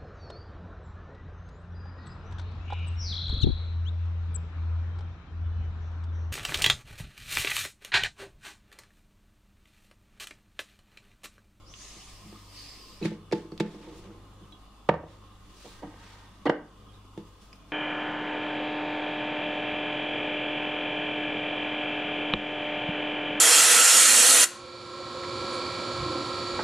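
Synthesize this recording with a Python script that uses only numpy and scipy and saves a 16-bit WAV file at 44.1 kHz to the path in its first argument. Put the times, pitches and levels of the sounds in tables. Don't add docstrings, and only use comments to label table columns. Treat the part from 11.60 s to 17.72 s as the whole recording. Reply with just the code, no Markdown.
import sys
import numpy as np
from scipy import signal
from scipy.fft import rfft, irfft
from scipy.io import wavfile
from scipy.ndimage import uniform_filter1d

SR = 44100
rng = np.random.default_rng(int(sys.argv[2]) if len(sys.argv) > 2 else 0)


def transcribe(signal):
    frames = np.atleast_2d(signal).T
    limited = np.clip(frames, -1, 1)
    pcm = np.round(limited * 32767).astype(np.int16)
    wavfile.write(sys.argv[1], SR, pcm)


def rack_gain(trim_db):
    fader = np.asarray(trim_db, float)
    return 10 ** (fader / 20)


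N = 269892

# start_s, peak_db, chatter_s (contact time), hardness_hz, boom_db (extra for the low tones)
TUB_KNOCKS = [(.36, -43, 0.026, 1100, 1.5), (.64, -43, 0.078, 288, 5), (.726, -38.5, 0.0038, 1520, 3),
              (1.411, -23, 0.041, 526, 5), (1.449, -18.5, 0.0094, 610, 4), (1.4555, -15, 0.0026, 2550, 1.5),
              (1.517, -23.5, 0.0062, 700, 1), (1.712, -30, 0.0076, 2510, -19),
              (1.7225, -13.5, 0.017, 1000, -4.5), (1.85, -32.5, .014, 650, -21),
              (1.921, -27.5, 0.0022, 756, 0), (1.9995, -11.5, .013, 1670, 2), (2.14, -36.5, 0.03, 900, -19),
              (2.806, -42.5, 0.05, 500, 6), (5.576, -26.5, 0.0029, 934, 0)]
EDGE_KNOCKS = [
    (3.2885, -3.5, .015, 1820, -1.5),
    (3.339, -15, 0.0077, 1090, -4.5),
    (3.431, -30, 0.017, 750, -20),
]
LID_KNOCKS = [
    (4.04, -40.5, 0.076, 900, -9),
    (4.219, -29, 0.059, 1450, 6),
    (4.243, -36, 0.0078, 597, 2),
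    (4.266, -37.5, 0.024, 450, 26),
    (4.34, -41, 0.0092, 1500, -23),
    (4.854, -9.5, 0.046, 2630, 4),
    (4.894, -2.5, 0.011, 2360, -39),
    (4.912, -49, 0.058, 695, -1),
]
# pitch_hz, level_db, t60_s (time to fall 60 dB)
TUB_TONES = [(170, -5.5, 0.34), (207.4, -4.5, 0.14), (325, -12.5, 0.18), (341.2, -3.5, 0.16),
             (395, -0.5, 0.058), (470, -3.5, 0.05), (586, -17, 0.041), (700, -4.5, 0.01), (873, -14, 0.13)]
EDGE_TONES = [(77, 2, 0.57), (133, -13, 0.28), (162, -7, 0.27), (203, -5, 0.084), (331.3, -21.5, 0.33),
              (453, -36, .04), (580, 6, 0.017), (745, 0.5, 0.017), (920, -8.5, 0.07)]
LID_TONES = [(178.6, -16, 0.17), (208, -8.5, 0.08), (297.5, -3, 0.15), (358, -6, 0.18), (500, 5.5, 0.028),
             (595, 5.5, 0.02), (742, -21, 0.032), (773, 7, 0.024), (910, 3.5, 0.021)]
SLIDE_TONES = [(450, 10, 0.0057), (810, -7.5, 0.17), (900, 5, 0.032), (1585, -1.5, 0.056),
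               (1846, 1.5, 0.037)]
# pitch_hz, level_db
TUB_TOP = [(1100, -65), (1440, -71), (1800, -1), (2200, 2), (2600, -50), (3200, -57), (3900, -54),
           (4700, -39), (5800, -34)]
EDGE_TOP = [(1170, 3), (1590, -5.5), (1790, 0), (2200, -6.5), (2700, -9), (3400, -14), (4100, -45)]
LID_TOP = [(1160, 1), (1560, 4.5), (1900, 2.5), (2350, -25), (2900, 1.5), (3400, -38), (4200, -5),
           (5000, -60)]
# lowest_hz, highest_hz
CRACK_HZ = [1200, 4500]
# start_s, peak_db, first_pitch_hz, second_pitch_hz, t60_s
TICKS = [(0.1392, -31, 2900, 3330, 0.0078), (1.428, -31, 4000, 2570, 0.04), (1.919, -37, 4500, 1190, 0.013),
         (1.978, -29.5, 3650, 4500, 0.0026), (2.923, -45, 3330, 3830, 0.11), (5.286, -55, 3330, 3150, 0.16),
         (5.335, -58, 3900, 3640, 0.24), (5.9295, -35, 2440, 5030, 0.0097)]
# time_s, level_db, fizz_db (thin top, over the hiss)
SEAL = [
    (.02, -93, -14),
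    (.07, -60, -21),
    (.22, -49, -28),
    (0.541, -53.5, -9),
    (.6, -56, -7),
    (.878, -58.5, -4),
    (.99, -48, -8),
    (1.36, -56, -4),
    (1.41, -57.5, -19),
]
# pitch_hz, level_db (per Hz)
SEAL_COLOUR = [(760, -31), (1300, -27), (1470, -17), (1760, -2.5), (2840, 1), (3050, 1.5), (3350, -1),
               (4870, 1), (5990, -2.5), (9180, -6), (15600, -30)]
# time_s, pitch_hz, width_hz, level_db (over the hiss)
WHISTLE = [(.04, 4500, 700, 10), (.12, 6150, 1200, 10), (.25, 6600, 2230, 2), (.45, 6240, 1500, -1),
           (0.601, 4860, 900, -7), (.9, 5030, 900, -4), (.98, 4760, 1200, 3.5), (1.4, 4960, 1100, 0)]
# peak_time_s, level_db, rise_s, release_s
DRAG = [
    (2.05, -27, .004, 0.028),
    (2.14, -44, 0.34, 0.27),
    (2.298, -41.5, .2, 0.28),
    (2.476, -44.5, 0.11, 0.24),
    (2.936, -50.5, 0.046, 0.06),
]
# time_s, level_db
SLIDE = [
    (3.85, -68),
    (4.02, -69),
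    (4.24, -53),
    (4.448, -56),
    (4.652, -55),
    (4.84, -74),
]
# peak_time_s, level_db, rise_s, release_s, brightness_db (per octave)
RUB = [(1.457, -38, .045, 0.084, -2.5), (1.748, -47.5, .004, 0.13, -0.7), (2.06, -56, .004, 0.49, -1),
       (2.232, -58.5, .03, .3, -3.5), (2.385, -58, 0.16, .15, 3), (2.45, -64, .15, 0.48, -9),
       (3.496, -59, 0.027, 0.17, -2.2), (3.686, -69, .1, 0.088, -4), (4.064, -52.5, 0.25, 0.28, 1.4),
       (4.482, -55.5, .33, 0.47, -2), (5.344, -67, .06, 0.092, -3), (5.69, -68, 0.14, 0.096, 6),
       (5.82, -62, 0.044, 0.25, 3), (5.955, -62, .01, 0.027, 6), (6.11, -66, 0.12, .1, -3)]
# pitch_hz, level_db (per Hz)
RUB_COLOUR = [(500, -25), (900, -0.5), (1600, 2.5), (2500, 3), (3800, 4), (5000, 1), (7000, -3.5),
              (10000, -8.5), (12000, -18), (15600, -16)]
# pitch_hz, level_db (per Hz)
AIR = [(13, -34), (22, 0), (59, -9), (97, -6.5), (247, -12.5), (291, -11.5), (352, -14.5), (504, -15.5),
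       (663, -18), (1150, -17.5), (1730, -27.5), (3440, -26.5), (3950, -28), (10100, -37), (15600, -45.5)]
# pitch_hz, width_hz, level_db
FAN = [(200.4, 19, -66.5), (289.5, 16.5, -67.5), (1060, 78, -67.5), (1225, 136, -67.5), (2925, 400, -74),
       (3480, 170, -75)]
# first_hz, second_hz, null_s (when they cancel)
HUM = [(49.42, 35.2, 2.748), (98.85, 99.92, 4.04)]
# first_db, second_db
HUM_DB = [(-57, -73), (-63, -60)]
# pitch_hz, likeness (0 to 1)
SAME = [(60, 0.92), (180, 0.94), (550, 0.75), (1650, 0.6), (4970, 0.13), (15000, 0.069)]
# pitch_hz, t60_s
KITCHEN = [(60, 0.67), (170, 0.49), (500, 0.32), (1400, 0.34), (2700, 0.3), (5000, 0.22), (11000, 0.12)]

BOOM_BELOW_HZ, DAMPED_T60_S = 300, 0.012
TUB_CRACK_DB, EDGE_CRACK_DB, LID_CRACK_DB = -15, -28.5, -30
HARD_HZ, SOFT_DB_PER_OCTAVE = 1000, 31
STROKE_SPAN_DB = 20
ROOM_DB, AIR_DB = -8.5, -54.5


def evened(x):
    return x / np.sqrt(np.mean(x ** 2) + 1e-20)


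def read(points, hz):
    f, value = np.transpose(points)
    return np.interp(np.log(hz + 1), np.log(f + 1), value)


def add(mix, start_s, sound):
    part = mix[round(start_s * SR):][:len(sound)]
    part += sound[:len(part)]


def level(rows):
    s, db = np.transpose(rows)[:2]
    return rack_gain(np.interp(np.arange(N) / SR, s, db, -120, -120))


def strokes(rows, t):
    s, db, rise, release = np.transpose(rows)[:4, :, None]
    away = np.maximum((s - t) / rise, (t - s) / release)
    return rack_gain(db - STROKE_SPAN_DB * away)


def stroke_level(rows):
    t = np.arange(0, N / SR, .001)
    total = np.sqrt((strokes(rows, t) ** 2).sum(0))
    return np.interp(np.arange(N) / SR, t, total)


def fuzzy_peak(hz, centre_hz, width_hz, db):
    half = width_hz / 2
    return rack_gain(2 * db) / (np.pi * half) / (1 + ((hz - centre_hz) / half) ** 2) ** 2


def noise(colour_db, patchy_db, flicker_db, same_share, size=512):
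    hop = size // 4
    frames, hz = N // hop + 5, np.fft.rfftfreq(size, 1 / SR)[:, None]
    a, b, c, d, patches = rng.standard_normal((frames, len(hz), 5)).T
    patches = uniform_filter1d(patches, size=6, axis=0)
    patches = evened(uniform_filter1d(patches, size=16, axis=1))
    flicker = evened(uniform_filter1d(rng.standard_normal(frames), size=3))
    same = np.clip(same_share * read(SAME, hz), -1, 1)
    left = a + 1j * b
    right = same * left + np.sqrt(1 - same ** 2) * (c + 1j * d)
    gain_db = colour_db(hz, np.arange(frames) * hop / SR) + patchy_db * patches + flicker_db * flicker
    slices = np.array([left, right]) * rack_gain(gain_db)
    return signal.istft(slices, nperseg=size, noverlap=size - hop)[1][:, :N]


def rings(tones, seconds=.5):
    hz, db, t60 = np.transpose(tones)[:, :, None]
    t = np.arange(round(seconds * SR)) / SR
    return rack_gain(db - 60 * t / t60) * np.sin(2 * np.pi * hz * t)


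def chatter_force(jolts, shape):
    force = jolts * shape
    for _ in range(8):
        spectrum = rfft(force)
        force = irfft(spectrum / (abs(spectrum) + 1e-9)) * shape
    return force


def knock(row, tones, ringing, crack_db):
    start_s, db, chatter_s, hard_hz, boom_db = row
    t = np.arange(4096) / SR
    jolts, fizz = rng.standard_normal((2, len(t)))
    shape = np.sqrt(np.clip(np.sin(np.pi * np.clip(t / chatter_s, 0, 1) ** .4), 0, 1))
    contact = signal.butter(2, [130, np.clip(hard_hz, 250, 9000)], "band", fs=SR)
    force = signal.lfilter(*contact, chatter_force(jolts, shape))
    low = np.transpose(tones)[0] < BOOM_BELOW_HZ
    spot = rng.standard_normal(len(tones))
    body = rack_gain(boom_db * low + 1.5 * spot) @ ringing
    sound = signal.fftconvolve(force, body)
    sound /= abs(sound).max()
    crack = fizz * (.5 * np.exp(-t / .003) + .4 * np.exp(-t / .024) + .5 * shape)
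    crack = signal.lfilter(*signal.butter(2, CRACK_HZ, "band", fs=SR), crack)
    crack_db = crack_db - SOFT_DB_PER_OCTAVE * max(np.log2(HARD_HZ / hard_hz), 0)
    sound[:len(t)] += rack_gain(crack_db) * crack
    return start_s, rack_gain(db) * sound


def knocks():
    out = np.zeros(N)
    bodies = ((TUB_KNOCKS, TUB_TONES, TUB_TOP, TUB_CRACK_DB),
              (EDGE_KNOCKS, EDGE_TONES, EDGE_TOP, EDGE_CRACK_DB),
              (LID_KNOCKS, LID_TONES, LID_TOP, LID_CRACK_DB))
    for table, tones, top, crack_db in bodies:
        tones = tones + [(hz, db, DAMPED_T60_S) for hz, db in top]
        ringing = rings(tones, .4)
        for row in table:
            add(out, *knock(row, tones, ringing, crack_db))
    return out


def ticks():
    out = np.zeros(N)
    for start_s, db, first_hz, second_hz, t60 in TICKS:
        pair = rings([(first_hz, db - 6, t60), (second_hz, db - 6, t60)])
        add(out, start_s, pair.sum(0))
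    return out


def seal():
    s, _, fizz_db = np.transpose(SEAL)
    gap_s, *whistle = np.transpose(WHISTLE)

    def colour_db(hz, t):
        peak = 7000 * fuzzy_peak(hz, *(np.interp(t, gap_s, column) for column in whistle))
        fizz = 1500 * fuzzy_peak(hz, 13300, 4600, np.interp(t, s, fizz_db))
        power = rack_gain(2 * read(SEAL_COLOUR, hz)) * (1 + peak) + fizz
        return 10 * np.log10(power / power.sum(0))

    hiss = noise(colour_db, patchy_db=1.8, flicker_db=0.15, same_share=1.5)
    return rack_gain(1.17) * level(SEAL) * evened(hiss)


def drag(gain, tones):
    swell_db = 0.84 * evened(uniform_filter1d(rng.standard_normal(N), size=400))
    force = rng.standard_normal(N) * rack_gain(swell_db)
    drummed = signal.oaconvolve(force, rings(tones).sum(0))[:N]
    return rack_gain(-4) * gain * evened(drummed)


def rub():
    def colour_db(hz, t):
        power = strokes(RUB, t) ** 2 + 1e-30
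        tilt_db = np.clip(np.transpose(RUB)[4] @ power / power.sum(0), -6, 5)
        db = read(RUB_COLOUR, hz) + tilt_db * np.log2((hz + 50) / 3000)
        return db - 10 * np.log10(rack_gain(2 * db).sum(0))

    rustle = noise(colour_db, patchy_db=.8, flicker_db=1.55, same_share=1.14)
    return rack_gain(1.34) * stroke_level(RUB) * evened(rustle)


def fridge():
    def air_db(hz, s):
        return read(AIR, hz) + 0 * s

    def fan_db(hz, s):
        return 10 * np.log10(sum(fuzzy_peak(hz, *band) for band in FAN)) + 0 * s

    air = noise(air_db, patchy_db=2.5, flicker_db=-0.46, same_share=0.98, size=2048)
    fan = noise(fan_db, patchy_db=1.5, flicker_db=1.5, same_share=1., size=2048)
    t = np.arange(N) / SR
    hum = np.zeros(N)
    for (a_hz, b_hz, null_s), (a_db, b_db) in zip(HUM, HUM_DB):
        hum += rack_gain(a_db + 3) * np.sin(2 * np.pi * a_hz * (t - null_s))
        hum -= rack_gain(b_db + 3) * np.sin(2 * np.pi * b_hz * (t - null_s))
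    return rack_gain(AIR_DB - 1.5) * evened(air) + rack_gain(-59.5) * evened(fan) + hum * rack_gain([[.4], [-.4]])


def glints(x):
    t = np.arange(900) / SR
    echoes = evened(rng.standard_normal(len(t)) * np.exp(-t / .006)) / np.sqrt(len(t))
    side = signal.oaconvolve(x, echoes)[:N]
    side = signal.lfilter(*signal.butter(1, 1800, "high", fs=SR), side)
    return x * rack_gain([[-.8], [.2]]) + rack_gain(-3.0) * side * [[1], [-1]]


def kitchen(x):
    taps = np.zeros((2, SR))
    at = np.arange(120, SR - 20, 20) + rng.integers(0, 20, (2, (SR - 121) // 20))
    np.put_along_axis(taps, at, rng.choice([-1., 1.], at.shape), 1)
    hz, t, z = signal.stft(taps, SR, nperseg=512)
    same = np.clip(1.18 * read(SAME, hz), 0, 1)[:, None]
    z[1] = same * z[0] + np.sqrt(1 - same ** 2) * z[1]
    fade = rack_gain(-60 * t / read(KITCHEN, hz)[:, None])
    tail = signal.istft(z * fade, SR, nperseg=512)[1]
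    return signal.fftconvolve(x[None], tail / np.linalg.norm(tail[0]), axes=1)[:, :N]


def scene():
    dragged_tub = drag(stroke_level(DRAG), TUB_TONES[1:])
    sliding_lid = drag(level(SLIDE), SLIDE_TONES)
    bodies = knocks() + ticks() + dragged_tub + sliding_lid
    near = signal.lfilter(*signal.butter(4, 120, "high", fs=SR), bodies)
    echoes = kitchen(signal.lfilter(*signal.butter(1, 330, "high", fs=SR), near))
    return glints(near) + rack_gain(ROOM_DB) * echoes + seal() + rub() + fridge()


def low_pass(x):
    return signal.sosfilt(signal.butter(12, 15750, fs=SR, output="sos"), x)


def record(dry):
    power = uniform_filter1d((dry ** 2).mean(0), size=440, origin=219)
    power_db = 10 * np.log10(abs(power) + 1e-12)
    fall_db = np.arange(N) * 70 / SR
    held_db = np.maximum.accumulate(power_db + fall_db) - fall_db
    over_db = np.maximum(held_db + 33, 0)
    over_db = uniform_filter1d(over_db, size=440, origin=219)
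    bass = signal.filtfilt(*signal.butter(2, 3800, fs=SR), dry)
    bass_cut_db = .25 * over_db
    treble_cut_db = bass_cut_db + .25 * np.maximum(over_db - 6, 0)
    ducked = bass / rack_gain(bass_cut_db) + (dry - bass) / rack_gain(treble_cut_db)
    mix = signal.sosfilt(signal.ellip(8, .5, 60, 15650, fs=SR, output="sos"), ducked)
    return low_pass(mix)


dry = scene()
out = record(dry)
transcribe(out)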